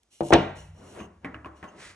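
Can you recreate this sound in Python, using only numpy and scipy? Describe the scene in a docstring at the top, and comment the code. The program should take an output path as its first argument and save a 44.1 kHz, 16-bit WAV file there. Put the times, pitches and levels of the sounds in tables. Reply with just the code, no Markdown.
"""A small workshop, heard up close. Fingers brush a wooden block holding a dowel; it touches the
workbench, drops flat with a loud clack and is nudged along, shaking the bench. Then a dowel scrapes
into a steel tube on a machine stand, taps its wall and slides in. Each hit rings the wood or steel
and thumps the frame below; each rub is a stream of tiny slips over hiss, plus resonances kept
singing by friction. A short reverb and a quiet room tone sit behind it all."""
import sys
import numpy as np
from scipy import signal
from scipy.fft import rfft, irfft
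from scipy.io import wavfile
from scipy.ndimage import uniform_filter1d, minimum_filter1d

SR = 44100
rng = np.random.default_rng(int(sys.argv[2]) if len(sys.argv) > 2 else 0)


def put_to_file(sound):
    """Save the sound as 16-bit audio at rate SR, in the file named by the first command-line argument."""
    columns = np.atleast_2d(sound).T  # one column per channel
    safe = np.clip(columns, -1, 1)
    whole_steps = np.round(safe * 32767)
    wavfile.write(sys.argv[1], SR, whole_steps.astype(np.int16))


N = 85995
T = np.arange(N) / SR
HZ = np.fft.rfftfreq(2 * N, 1 / SR)

# room tone EQ: f/Hz, level/dB
ROOM_TONE_EQ = [(30, -12.5), (70, 1), (130, -16), (300, -12.5), (1500, -23), (4500, -26), (6200, -23),
                (10500, -30.5), (13500, -65)]
# fingers and wood brushing the bench: t/s, length/s, level/dB, attack/s, release/s
STROKES = [(0.032, 0.0043, -56.5, 0.0011, 0.0041), (0.1, 0.16, -62, 0.037, 0.082),
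           (0.219, 0.13, -48.5, 0.078, 0.052), (0.547, 0.19, -58.5, 0.019, 0.14),
           (0.718, 0.37, -59.5, 0.15, 0.13), (1.552, 0.064, -68, .015, 0.04)]
# brushing EQ: f/Hz, level/dB
BRUSH_EQ = [(100, -4.5), (500, -6.5), (1500, -17.5), (3000, -2.5), (4700, -10.5), (5900, -4.5), (8000, -3),
            (11000, -5.5), (14000, -59.5)]
# modes of the rubbed block: f/Hz, level/dB, t60/s
WOOD_RUB_MODES = [(2890, -2, 0.036), (4150, -6, 0.036), (5760, 4, 0.014), (7100, 0, 0.015),
                  (8500, -2, 0.007)]

# block hitting the bench: t/s, level/dB, low-pass/Hz, bench thump level/dB
KNOCKS = [(.2068, -13, 920, -41.5), (.3055, -12, 900, -45), (.3228, -20, 3020, -56.5),
          (.3257, 0, 2103, -26.5), (.3296, -10.5, 950, -36), (.3345, -16, 9920, -41.5),
          (.3372, -12.5, 6000, -35), (.3412, -9.5, 850, -29.5), (.3525, -18.5, 3800, -37.5),
          (.419, -24, 960, -55)]
# modes of block and bench top: f/Hz, level/dB, t60/s
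WOOD_MODES = [(142.2, -8.5, 0.5), (197.7, -12.5, 0.46), (264.8, -11.5, 0.3), (333, 4, 0.2), (423, -10, .25),
              (516, -11, 0.2), (599, 0.5, 0.22), (708, -6.5, 0.19), (895, -12.5, 0.3), (937.4, -8.5, .2),
              (1558, -18.5, 0.3), (2380, -24, .25), (2550, -22, 0.11), (2875, -6.5, 0.22)]
# EQ of the wood's snap and dense ringing: f/Hz, level/dB
WOOD_EQ = [(50, -24), (150, -8.5), (350, -6), (700, -1.5), (1200, -10), (2500, -9.5), (3600, -7.5),
           (4700, -13.5), (6000, -11.5), (8500, -16.5), (11000, -22), (15000, -39.5)]
# decay of that ringing: f/Hz, t60/s
WOOD_DECAY = [(150, 0.34), (700, 0.12), (2500, 0.11), (6000, .04), (12000, 0.02)]
# modes of the bench frame: f/Hz, level/dB, t60/s
BENCH_MODES = [(54, -11, 0.83), (63, 8, 0.093), (92.8, -3, 1.3), (156.4, -4, 0.3)]
# bench shaken by the nudged block: t/s, level/dB
JUDDER_FADER = [(.5, -52), (.65, -46), (.75, -47), (.92, -60.5)]

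# dowel dragging on the rim: t/s, level/dB
SCRAPE_FADER = [(.75, -58.5), (.82, -49), (.93, -49), (.975, -39), (1.008, -37.5), (1.045, -47.5),
                (1.1, -77), (1.2, -76), (1.25, -44.5), (1.42, -59), (1.54, -58.5), (1.66, -63),
                (1.78, -49.5), (1.88, -69)]
# scrape EQ: f/Hz, level/dB
SCRAPE_EQ = [(50, -15.5), (200, 3), (400, 1.5), (650, -4.5), (1100, -10), (2000, -16.5), (2800, -21),
             (4000, -31), (10000, -46.5), (13500, -82.5)]
# rim set ringing by the drag: t/s, level/dB
RIM_FADER = [(.9, -65), (.975, -67), (.99, -50), (1.03, -50), (1.06, -56.5), (1.085, -105), (1.65, -75),
             (1.69, -52.5), (1.76, -97)]
# modes of the rubbed rim: f/Hz, level/dB, t60/s
RIM_MODES = [(315, -10.5, .1), (1020, -1.5, 0.044), (2764, 5, 0.02), (3050, 0.5, 0.018), (6364, 0.5, 0.016)]
# dowel sliding inside the tube: t/s, level/dB
SLIDE_FADER = [(1.53, -83), (1.57, -67), (1.75, -67.5), (1.805, -47), (1.85, -45), (1.905, -48.5),
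               (1.95, -61)]
# slide EQ: f/Hz, level/dB
SLIDE_EQ = [(280, -4.5), (700, -8.5), (1200, -3.5), (2000, 1), (3000, -7), (4200, -8.5), (6500, -9.5),
            (10200, -14.5), (13500, -67)]

# dowel hitting the tube: t/s, level/dB, low-pass/Hz, stand thump level/dB, tick level/dB,
# low ring f/Hz, low ring level/dB, hollow note f/Hz, hollow note level/dB
TAPS = [(1.003, -32.5, 300, -48, -23, 191, -13.5, 1109, -19),
        (1.2462, -31.5, 2180, -75, -31.5, 272, -6.5, 2177, -14),
        (1.2564, -41, 1540, -48, -40, 180, -17, 1883, -16.5),
        (1.3444, -40, 2300, -42, -15.5, 298.5, -15.5, 1640, -23.5),
        (1.4465, -43, 1700, -64, -21.5, 318.7, -19.5, 1034, -16),
        (1.4581, -34.5, 1370, -46.5, -51, 329.5, -21.5, 1114, -17),
        (1.628, -36, 1800, -65, -38, 187, -20.5, 1826, -28),
        (1.641, -32.5, 1290, -64, -42, 573, -36, 1087, -23)]
# modes of dowel and tube: f/Hz, level/dB, t60/s
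TUBE_MODES = [(337.5, -7.5, 0.17), (597, -10, 0.46), (780, -8, 0.14), (1078.5, -1.5, 0.17),
              (1297, -19, 0.77), (1366, -23, 0.29), (1750, -5.5, 0.22), (1971, -3.5, 0.22)]
# EQ of the tube's snap and dense ringing: f/Hz, level/dB
TUBE_EQ = [(60, -2), (300, 2.5), (600, -3), (1100, -4.5), (2000, 9), (3000, 5), (4500, -7.5), (7000, -11),
           (11000, -14.5), (14500, -55)]
# decay of that ringing: f/Hz, t60/s
TUBE_DECAY = [(200, 0.11), (1000, 0.28), (2200, 0.075), (6000, 0.11)]
# modes of the machine stand: f/Hz, level/dB, t60/s
STAND_MODES = [(72.4, -1, 1.0), (112, -1.5, 0.35)]
# modes of the rim's edge: f/Hz, level/dB, t60/s
TICK_MODES = [(2480, -2, 0.0096), (2860, 0, 0.012), (1280, 5, 0.0066)]

# workshop reverb time: f/Hz, t60/s
ROOM_DECAY = [(80, 1), (300, .4), (1200, 0.55), (2700, 0.6), (5000, .35), (10000, 0.48)]
# stereo width of the mic pair: f/Hz, side level/dB
WIDTH = [(100, -30.5), (400, -9.5), (1000, -1.5), (1800, -12), (3500, -2), (7000, -14), (12000, 2)]
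# lead of the left channel: f/Hz, phase/rad
LEFT_LEAD = [(300, 0), (850, -.35), (1300, -.25), (2000, .3), (2800, 1.5), (4500, 1.7), (6000, .8),
             (8000, 1.1), (11000, 2.8)]
# balance, left minus right: f/Hz, level/dB
BALANCE = [(200, 0), (500, 1.5), (780, 3.5), (1700, -0.5), (4200, -3), (5500, 0)]


def amp(db):
    """Decibels to gain."""
    return 10 ** (np.asarray(db) / 20)


def unit(x):
    """Normalises to an average energy of 1 per channel."""
    return x / np.sqrt(np.mean(np.sum(x ** 2, -1)) + 1e-20)


def curve_at(points, hz=HZ):
    """Reads a curve on a log-frequency axis."""
    f, value = np.transpose(points)
    return np.interp(np.log(hz + 1), np.log(f + 1), value)


def fader(points):
    """Gain ride: silent before the first point, held after the last."""
    return amp(np.interp(T, *np.transpose(points), left=-120))


def add(mix, t, sound):
    """Drops a sound into the mix at t seconds."""
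    part = mix[:, round(t * SR):]
    part += sound[..., :part.shape[1]]


def butter(x, order, hz, kind="low"):
    """Butterworth low-, high- or band-pass."""
    return signal.sosfilt(signal.butter(order, hz, kind, fs=SR, output="sos"), x)


def equalise(x, eq):
    """Minimum-phase EQ, so nothing rings ahead of an attack."""
    cepstrum = irfft(np.log(amp(curve_at(eq))))
    cepstrum[1:N] *= 2
    cepstrum[N + 1:] = 0
    return irfft(rfft(x, 2 * N) * np.exp(rfft(cepstrum)))[..., :N]


def convolve(x, response):
    """Plays a stereo signal through an impulse response."""
    return signal.fftconvolve(x, np.atleast_2d(response), axes=1)[:, :N]


def ring(modes):
    """A struck object: decaying sines of alternating polarity."""
    return unit(sum((-1) ** k * amp(db - 60 * T / t60) * np.sin(2 * np.pi * hz * T)
                    for k, (hz, db, t60) in enumerate(modes)))


def tail(decay):
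    """Dense stereo ringing, each band dying at its own speed."""
    size = 32768
    hz = np.fft.rfftfreq(size, 1 / SR)
    phases = np.exp(2j * np.pi * rng.random((2, len(hz))))
    centres, t60s = np.transpose(decay)
    out = np.zeros((2, N))
    for t60, solo in zip(t60s, np.eye(len(decay))):
        band = curve_at(list(zip(centres, solo)), hz)
        out[:, :size] += irfft(phases * band) * amp(-60 * T[:size] / t60)
    return unit(out)


def room_tone():
    """A steady bed of faint rumble and hiss."""
    return amp(-71) * np.sqrt(N) * unit(equalise(rng.standard_normal((2, N)), ROOM_TONE_EQ))


def friction(eq, slips_per_s, spread_db, hiss):
    """Tiny slips of uneven size over a smooth hiss, rms 1."""
    slips = (rng.random(N) < slips_per_s / SR) * rng.standard_normal(N)
    slips *= amp(spread_db * np.minimum(rng.exponential(1, N), 4))
    texture = unit(slips) + hiss * unit(rng.standard_normal((2, N)))
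    return np.sqrt(N) * unit(equalise(texture, eq))


def rubbed(modes):
    """Resonances kept singing by friction, rms 1."""
    return np.sqrt(N) * unit(convolve(rng.standard_normal((2, N)), ring(modes)))


def hand_pressure(swell_db=3, fastest_hz=7.3):
    """Random swells of gain from an unsteady hand."""
    wander = irfft(rfft(rng.standard_normal(2 * N)) * (HZ < fastest_hz))[:N]
    return amp(swell_db * wander / wander.std())


def brushing():
    """Fingers and wood rub lightly on the bench; hiss and resonances swell separately."""
    strokes = sum(amp(db) * np.clip((T - t) / attack, 0, 1) * np.clip((t + length - T) / release, 0, 1)
                  for t, length, db, attack, release in STROKES)
    rustle = hand_pressure() * friction(BRUSH_EQ, slips_per_s=1800, spread_db=5.5, hiss=2.1)
    wood = amp(-2) * hand_pressure() * rubbed(WOOD_RUB_MODES)
    return strokes * (rustle + wood)


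def impacts(hits, modes, eq, decay, frame, body_db, tail_db, snap_db, leak_db, contact_s, order):
    """Each hit layers body, snap and tail, dulled by a soft contact; the frame below thumps."""
    out = np.zeros((2, N))
    body, thump = amp(body_db) * ring(modes), amp(30.5) * ring(frame)
    contact = T * np.exp(-T / contact_s)
    crossover_hz = 3460  # the snap is a clean push below, a crunch above
    push = butter(signal.unit_impulse(N), 3, crossover_hz)
    for t, db, lowpass_hz, thump_db in hits:
        crunch = butter(unit(contact * rng.choice([-1, 1], N)), 3, crossover_hz, "high")
        snap = amp(snap_db) * unit(equalise(push + crunch, eq))
        ringing = amp(tail_db) * unit(equalise(tail(decay), eq))
        bright = body + snap + ringing
        dull = butter(bright, order, lowpass_hz)
        add(out, t, amp(db) * (dull + amp(leak_db) * bright) + amp(thump_db) * thump)
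    return out


def block_drop():
    """The block lands on one edge, then clacks flat while the dowel rattles in it."""
    return impacts(KNOCKS, WOOD_MODES, WOOD_EQ, WOOD_DECAY, BENCH_MODES,
                   body_db=19, tail_db=22.5, snap_db=15, leak_db=-27, contact_s=0.0007, order=5)


def bench_judder():
    """The nudged block shakes a low rumble out of the bench frame."""
    return fader(JUDDER_FADER) * rubbed(BENCH_MODES)


def dowel_sliding():
    """The dowel scrapes past the rim, sets it singing, then slides home."""
    scrape = fader(SCRAPE_FADER) * friction(SCRAPE_EQ, slips_per_s=3400, spread_db=0, hiss=2.8)
    rim = fader(RIM_FADER) * rubbed(RIM_MODES)
    slide = fader(SLIDE_FADER) * friction(SLIDE_EQ, slips_per_s=6800, spread_db=-0.5, hiss=1.3)
    return scrape + rim + slide


def cluster(hz, spread, t60):
    """A mode between two weaker neighbours, which blur its pitch."""
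    return ring([(hz * (1 + k * spread), -4 * abs(k), t60) for k in (0, 1, -1)])


def tube_taps():
    """Each tap on the tube wall ticks and brings out a low ring and a hollow note set by where it lands."""
    out = impacts([tap[:4] for tap in TAPS], TUBE_MODES, TUBE_EQ, TUBE_DECAY, STAND_MODES,
                  body_db=18, tail_db=28, snap_db=21, leak_db=-19.5, contact_s=0.0005, order=4)
    for t, _, _, _, tick_db, low_hz, low_db, hollow_hz, hollow_db in TAPS:
        tick = amp(tick_db) * ring(TICK_MODES)
        low = amp(low_db) * cluster(low_hz, spread=0.082, t60=0.36)
        hollow = amp(hollow_db) * cluster(hollow_hz, spread=0.04, t60=0.097)
        add(out, t, tick + low + hollow)
    return out


def workshop(x, send_db, predelay_s, band_hz):
    """Adds the room's reverb, thinner and duller than the direct sound."""
    response = np.zeros((2, N))
    add(response, predelay_s, butter(tail(ROOM_DECAY), 3, band_hz, "band"))
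    return x + amp(send_db) * convolve(x, response)


def scene():
    """Bench and tube, each with its own reverb send, over the room tone."""
    bed = room_tone()
    bench = workshop(block_drop() + brushing(), send_db=-11, predelay_s=0.012, band_hz=(330, 7090))
    bench += bench_judder()
    tube = workshop(tube_taps() + dowel_sliding(), send_db=-5.5, predelay_s=0.005, band_hz=(157, 1916))
    return bed + bench + tube


def record(dry):
    """A close mic pair, near mono in the bass, into a low cut, a fast limiter and a steep high cut."""
    low_cut_hz, high_cut_hz, ceiling = 42, 15400, 0.89
    left, right = rfft(dry, 2 * N)
    mid = (left + right) / 2
    side = (left - right) / 2 * amp(curve_at(WIDTH))
    lean = amp(curve_at(BALANCE) / 2) * np.exp(0.5j * curve_at(LEFT_LEAD))  # half to each channel
    pair = irfft(np.array([(mid + side) * lean, (mid - side) / lean]))[:, :N]
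    pair = butter(pair, 2, low_cut_hz, "high")
    safe_gain = np.minimum(1, ceiling / (abs(pair).max(0) + 1e-9))
    limited = pair * uniform_filter1d(minimum_filter1d(safe_gain, size=101), size=101)
    high_cut = signal.firwin(255, high_cut_hz, window=("kaiser", 9), fs=SR)
    return signal.oaconvolve(limited, high_cut[None], "same")


dry = scene()
out = record(dry)
put_to_file(out)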